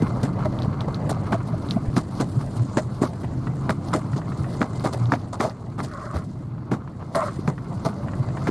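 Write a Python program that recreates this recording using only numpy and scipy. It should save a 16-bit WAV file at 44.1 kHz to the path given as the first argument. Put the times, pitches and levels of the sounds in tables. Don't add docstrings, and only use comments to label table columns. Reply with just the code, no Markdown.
import sys
import numpy as np
from scipy import signal
from scipy.io import wavfile
from scipy.ndimage import uniform_filter1d

SR = 44100
rng = np.random.default_rng(int(sys.argv[2]) if len(sys.argv) > 2 else 0)


def store_pcm(level_fs):
    pcm = np.round(np.clip(level_fs, -1, 1) * 32767).astype(np.int16)
    wavfile.write(sys.argv[1], SR, np.atleast_2d(pcm).T)


N = 374850

# time_s, deck_db, trucks_db, wheels_db
ROLLING_LEVELS = [(0.0, -24.5, -32, -55), (1.02, -29, -37, -64), (1.75, -29, -38.5, -57),
                  (2.65, -27.5, -39.5, -52.5), (2.98, -31, -38, -52.5), (3.4, -29, -43, -61),
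                  (4.95, -32, -37.5, -53.5), (5.16, -28, -37.5, -56), (5.56, -39, -48.5, -67),
                  (5.75, -34, -46.5, -68), (6.06, -38.5, -41.5, -57.5), (6.27, -35.5, -52.5, -66.5),
                  (6.6, -35.5, -47, -78.5), (7.1, -36.5, -45.5, -65.5), (7.25, -32, -36, -48),
                  (7.39, -34, -42, -56.5), (7.44, -34, -44, -62.5), (8.19, -30.5, -39.5, -59.5),
                  (8.5, -29, -36, -54)]
# start_s, trucks_db, deck_db, grit_db, nominal_length_s
CROSSINGS = [(0.021, -45, -11.5, -57, 0.011), (0.229, -16.5, -20, -42, 0.031),
             (0.447, -14.5, -26, -54, 0.018), (0.878, -25, -21, -69, 0.016),
             (1.091, -16, -27, -40.5, 0.024), (1.319, -14, -11.5, -47.5, 0.023),
             (1.962, -13, -15, -36.5, 0.026), (2.199, -13, -8.5, -36.5, 0.025),
             (2.769, -5.5, -21, -34.5, 0.022), (3.014, -10.5, -15, -41, 0.038),
             (3.232, -19, -23, -67, 0.014), (3.691, -14, -18, -46, 0.028), (3.93, -10, -19.5, -38, 0.037),
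             (4.16, -23, -22.5, -51.5, 0.026), (4.605, -16.5, -18, -47.5, 0.033),
             (4.838, -14, -25, -45, 0.042), (4.925, -18.5, -51, -40.5, 0.021),
             (5.117, -10.5, -16, -49.5, 0.031), (5.327, -19.5, -87, -43.5, 0.021),
             (5.396, -12.5, -31, -43, 0.046), (5.422, -18.5, -25, -50, 0.066),
             (5.779, -26.5, -32, -59, 0.061), (5.829, -33, -58, -42.5, 0.023),
             (6.137, -23, -28.5, -58, 0.06), (6.712, -21, -14.5, -52, 0.04),
             (7.146, -28, -30.5, -41.5, 0.045), (7.474, -17.5, -18.5, -50.5, 0.029),
             (7.847, -19.5, -21, -49, 0.035), (8.468, -10, -28, -68, 0.019)]
# pitch_hz, bandwidth_hz, level_db
DECK_MODES = [(47, 23, -15), (91.5, 21.9, -4.5), (124.4, 31.4, -0.5), (188.3, 95.7, -8),
              (310.6, 103.5, -13.5)]
THUD_MODES = [(120, 45, 4), (195, 120, 6.5), (339, 250, -1.5)]
TRUCK_MODES = [(389, 73, 6), (617, 267, 6), (1120, 381, 4.5), (1410, 495, -6), (2066, 73, -8)]
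WHEEL_MODES = [(2630, 5000, -3.5), (4390, 1800, 6), (6940, 1260, 1), (8860, 1850, 0)]
CRACK_MODES = [(633, 750, 2.5), (1070, 906, 11), (2070, 1570, 3), (3570, 2000, -3.5)]
HOLLOW_MODES = [(586, 52, 11), (1074, 139, 9), (1305, 226, 2), (2040, 240, -8)]
LOOSE_MODES = [(1170, 490, 0.5), (1966, 71, -4.5)]
BEARING_MODES = [(3810, 350, -0.5), (4640, 580, 1.5)]
# centre_s, peak_db, half_width_s, pitch_hz
DECK_BOOMS = [(0.682, -11, 0.0036, 139), (1.535, -21, 0.014, 145), (1.767, -12, 0.0053, 213),
              (1.888, -13.5, 0.0048, 70.5), (2.38, -11, 0.01, 126), (2.447, -22.5, 0.033, 139),
              (2.614, -11.5, 0.017, 112), (4.145, -17, 0.0094, 134), (4.411, -17, 0.0083, 122),
              (5.055, -17.5, 0.08, 121.5), (6.168, -23, 0.019, 82.5), (8.208, -16.5, 0.017, 128)]
# centre_s, peak_db
JOINT_THUMPS = [(1.979, -10.5), (2.217, -15), (2.774, -7), (3.021, -8), (3.039, -10), (3.955, -11.5),
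                (4.862, -13.5), (5.404, -15), (7.393, -21), (8.492, -9.5)]
# centre_s, peak_db, half_width_s
DECK_RINGS = [(0.463, -21.5, 0.0082), (1.118, -16, 0.0016), (1.351, -23, 0.0088), (1.543, -27.5, 0.006),
              (1.772, -26, 0.0058), (2.79, -19.5, 0.017), (3.04, -18.5, 0.0082), (3.97, -26, 0.019),
              (5.45, -20.5, 0.01), (7.182, -19, 0.023), (7.869, -23.5, 0.012)]
# start_s, level_db
WHEEL_BLOWS = [(1.3259, -22), (1.9665, -21), (2.7716, -15), (3.694, -16.5), (3.7065, -21), (4.616, -14.5),
               (4.6284, -21), (4.8625, -26), (5.1205, -10.5), (5.137, -15), (5.3335, -36), (5.4056, -17),
               (5.803, -24.5), (6.7165, -26), (6.7388, -31), (7.1485, -26), (7.4773, -24), (8.472, -23)]
# time_s, level_db
FOOT_PUSHES = [
    [(5.86, -50), (5.95, -36), (6.125, -37.5), (6.24, -45)],
    [(7.149, -18), (7.185, -25), (7.2, -26.5), (7.285, -29), (7.32, -53)],
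]
# start_s, level_db
LOOSE_RATTLES = [(3.47, -37), (4.133, -38), (4.217, -40), (4.319, -39), (4.443, -39.5), (6.876, -42),
                 (7.58, -38.5), (8.084, -38.5), (8.135, -40), (8.372, -35.5)]
# start_s, level_db, pitch_hz
HARD_TICKS = [(0.589, -40, 3470), (0.621, -37.5, 3900), (0.6325, -43, 4170), (0.8075, -35.5, 3670),
              (0.9449, -36.5, 4110), (1.688, -42, 3870), (1.7095, -29, 3950), (4.797, -44, 4280),
              (5.057, -43, 3700), (5.497, -41.5, 4740), (5.937, -50.5, 4520)]
# time_s, pitch_hz
WHINE_GLIDE = [(7.9, 560), (8.45, 661)]

THUMP_HZ, WOODY_HZ = 294, 643
TREAD_HZ, TRUCKS_TOP_HZ = 4600, 2560
DUCK_FROM_DB, DUCK_SHARE, RECOVER_DB_PER_S, DUCK_LAG_S = -26.5, 0.48, 17.5, 0.041


def deck(force, gain, knocked):
    return resonate(1.575 * force * gain, DECK_MODES) + resonate(0.93 * force * knocked, THUD_MODES)


def deck_flexure():
    booms = swells(*np.transpose(DECK_BOOMS))
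    return booms + swells(*np.transpose(JOINT_THUMPS), half_widths_s=0.0024, pitches_hz=THUMP_HZ)


def trucks(force, gain, knocked, lumps):
    shaken = gain * from_db(0.89 * lumps) + 0.46 * knocked
    return low_pass(resonate(force * shaken, TRUCK_MODES, flicker_db=2.37), TRUCKS_TOP_HZ)


def clatter(rattle, gain, knocked):
    return resonate(rattle * (0.15 * knocked + 0.13 * gain), CRACK_MODES)


def wheel_blows():
    force = chatter(WHEEL_BLOWS, fade_s=0.0028)
    treble = from_db(-39) * resonate(force, WHEEL_MODES)
    return low_pass(resonate(force, CRACK_MODES), TREAD_HZ) + treble


def wheels(noise, grit, gain, knocked, lumps):
    crunch = 1 + signal.lfilter([.03], [1, -.996], abs(grains(60, 2.0)))
    rolling = gain * crunch * from_db(1.14 * lumps + 1.2 * drift(60.0))
    burst = 1.93 * knocked
    envelope = rolling + burst
    force = noise * envelope + grit * (0.4 * rolling + burst)
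    return resonate(force, WHEEL_MODES, flicker_db=1.8), envelope


def hollow_board(force):
    pushing = sum(from_db(in_time(push, outside=-99)[0]) for push in FOOT_PUSHES)
    return resonate(force * from_db(1.5 * drift(30.0)) * pushing, HOLLOW_MODES)


def woody_ring():
    return swells(*np.transpose(DECK_RINGS), WOODY_HZ) * (1 + 0.42 * drift(150.0))


def loose_part():
    return low_pass(resonate(chatter(LOOSE_RATTLES, fade_s=0.011), LOOSE_MODES), TRUCKS_TOP_HZ)


def ticks():
    out, t = np.zeros(N), np.arange(int(0.031 * SR)) / SR
    tails = uniform_filter1d(rng.standard_normal((len(HARD_TICKS), len(t))), size=12, axis=1)
    for (start_s, level_db, hz), tail in zip(HARD_TICKS, tails):
        at = round(start_s * SR)
        shape = t / 0.00022 * np.exp(1 - t / 0.0003) + 0.52 * tail * np.exp(-t / 0.016)
        out[at:at + len(t)] += from_db(level_db + 8.5) * shape * np.sin(2 * np.pi * hz * t)
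    return out


def bearings(force, gain):
    level = from_db(-32 + 4.0 * drift(17.0)) * gain
    return level * rms_one(resonate(resonate(force, BEARING_MODES), BEARING_MODES))


def whine():
    hz, = in_time(WHINE_GLIDE, outside=0)
    return (hz > 0) * from_db(-48 + 2.6 * drift(18.0)) * np.sin(2 * np.pi * np.cumsum(hz) / SR)


def resonate(force, modes, flicker_db=0):
    out, power = 0, 0
    for k, (hz, width_hz, level_db) in enumerate(modes):
        r = np.exp(-np.pi * width_hz / SR)
        poles = [1, -2 * r * np.cos(2 * np.pi * hz / SR), r * r]
        response = (1 - r * r) / 2 * signal.lfilter([1, 0, -1], poles, force + 1e-18)
        out = out + (-1) ** k * from_db(level_db + flicker_db * drift(16.3)) * response
        power += from_db(2 * level_db) * np.pi * width_hz / SR
    return out / np.sqrt(power)


def bursts(starts_s, levels_db, lengths_s, stretch, rise_s):
    out = np.zeros(N)
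    for start_s, level_db, length_s in zip(starts_s, levels_db, lengths_s * stretch):
        at = round(start_s * SR)
        t = np.arange(min(int(3 * length_s * SR), N - at)) / SR
        attack = 1 - np.exp(-t / rise_s)
        out[at:at + len(t)] += from_db(level_db) * attack * np.exp(-(t / length_s) ** 1.55)
    return out


def swells(centres_s, peaks_db, half_widths_s, pitches_hz):
    out, t = np.zeros(N), np.arange(N) / SR
    columns = np.broadcast_arrays(centres_s, peaks_db, half_widths_s, pitches_hz)
    for centre_s, peak_db, width_s, hz in zip(*columns):
        detune, phase = rng.uniform(0.95, 1.05), rng.random()
        near = slice(max(round((centre_s - 3 * width_s) * SR), 0), round((centre_s + 3 * width_s) * SR))
        offset_s = t[near] - centre_s
        bell = from_db(peak_db) * np.exp(-(offset_s / width_s) ** 2)
        out[near] += bell * np.sin(2 * np.pi * (hz * detune * offset_s + phase))
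    return out


def chatter(contacts, fade_s):
    span = 600
    force, fade = np.zeros(N + span), np.exp(-np.arange(span) / SR / fade_s)
    for start_s, level_db in contacts:
        at = round(start_s * SR)
        force[at:at + span] += from_db(level_db) * rng.standard_normal(span) * fade
        force[at:at + 8] += from_db(level_db) * 2
    return force[:N]


def grains(per_s, spread_db):
    sizes = from_db(spread_db * np.minimum(rng.exponential(1, N), 5)) * rng.choice([-1, 1], N)
    return rms_one(sizes * (rng.random(N) < per_s / SR))


def drift(rate_hz):
    r = np.exp(-80 * np.pi * rate_hz / SR)
    slow = signal.lfilter([1], [1, -2 * r, r * r], rng.standard_normal(N // 40 + 2002))[2000:]
    return np.interp(np.arange(N) / 40, np.arange(len(slow)), rms_one(slow))


def in_time(rows, outside=None):
    times_s, *columns = np.transpose(rows)
    return [np.interp(np.arange(N) / SR, times_s, column, outside, outside) for column in columns]


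def low_pass(x, hz):
    return signal.sosfilt(signal.butter(2, hz, fs=SR, output="sos"), x)


def from_db(db):
    return 10 ** (np.asarray(db) / 20)


def rms_one(x):
    return x / np.sqrt(np.mean(x ** 2) + 1e-20)


def gain_control(x):
    level_db = 10 * np.log10(uniform_filter1d(np.mean(x ** 2, axis=0), size=900) + 1e-12)
    excess_db = np.maximum(level_db - DUCK_FROM_DB, 0)
    recovery_db = RECOVER_DB_PER_S * np.arange(N) / SR
    cut_db = np.maximum.accumulate(DUCK_SHARE * excess_db + recovery_db) - recovery_db
    r = np.exp(-1 / (DUCK_LAG_S * SR))
    return x * from_db(-signal.lfilter([1 - r], [1, -r], cut_db))


def scene():
    deck_gain, truck_gain, wheel_gain = from_db(in_time(ROLLING_LEVELS))
    starts_s, trucks_db, deck_db, grit_db, lengths_s = np.transpose(CROSSINGS)
    deck_knocks = bursts(starts_s, deck_db, lengths_s, stretch=0.87, rise_s=0.00031)
    truck_knocks = bursts(starts_s, trucks_db, lengths_s, stretch=0.82, rise_s=0.0049)
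    grit_knocks = bursts(starts_s, grit_db, lengths_s, stretch=0.85, rise_s=0.0063)
    lumps = drift(7.7)
    rattle, grit = grains(per_s=900, spread_db=3.24), grains(per_s=3000, spread_db=7.4)
    deck_noise, truck_noise, side_noise, wheel_noise = rng.standard_normal((4, N))
    rough = 0.73 * truck_noise + 0.59 * rattle + 0.4 * grit

    mid = deck(deck_noise, deck_gain, deck_knocks) + clatter(rattle, truck_gain, truck_knocks)
    hiss, hiss_envelope = wheels(wheel_noise, grit, wheel_gain, grit_knocks, lumps)
    mid += hiss + bearings(rough, truck_gain)
    mid += low_pass(hollow_board(rough) + woody_ring() + whine(), TRUCKS_TOP_HZ)
    mid += deck_flexure() + trucks(rough, truck_gain, truck_knocks, lumps)
    mid += wheel_blows() + loose_part()
    side = from_db(-9.5) * resonate(side_noise * hiss_envelope, WHEEL_MODES)
    side = signal.sosfilt(signal.butter(6, 2600, "high", fs=SR, output="sos"), side)
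    return mid + ticks() + side * [[1], [-1]]


def record(dry):
    rounded = 0.82 * np.tanh(gain_control(dry) / 0.59)
    dulled = low_pass(rounded, hz=12100)
    return signal.sosfilt(signal.cheby2(12, 70, 15700, fs=SR, output="sos"), dulled)


dry = scene()
out = record(dry)
store_pcm(out)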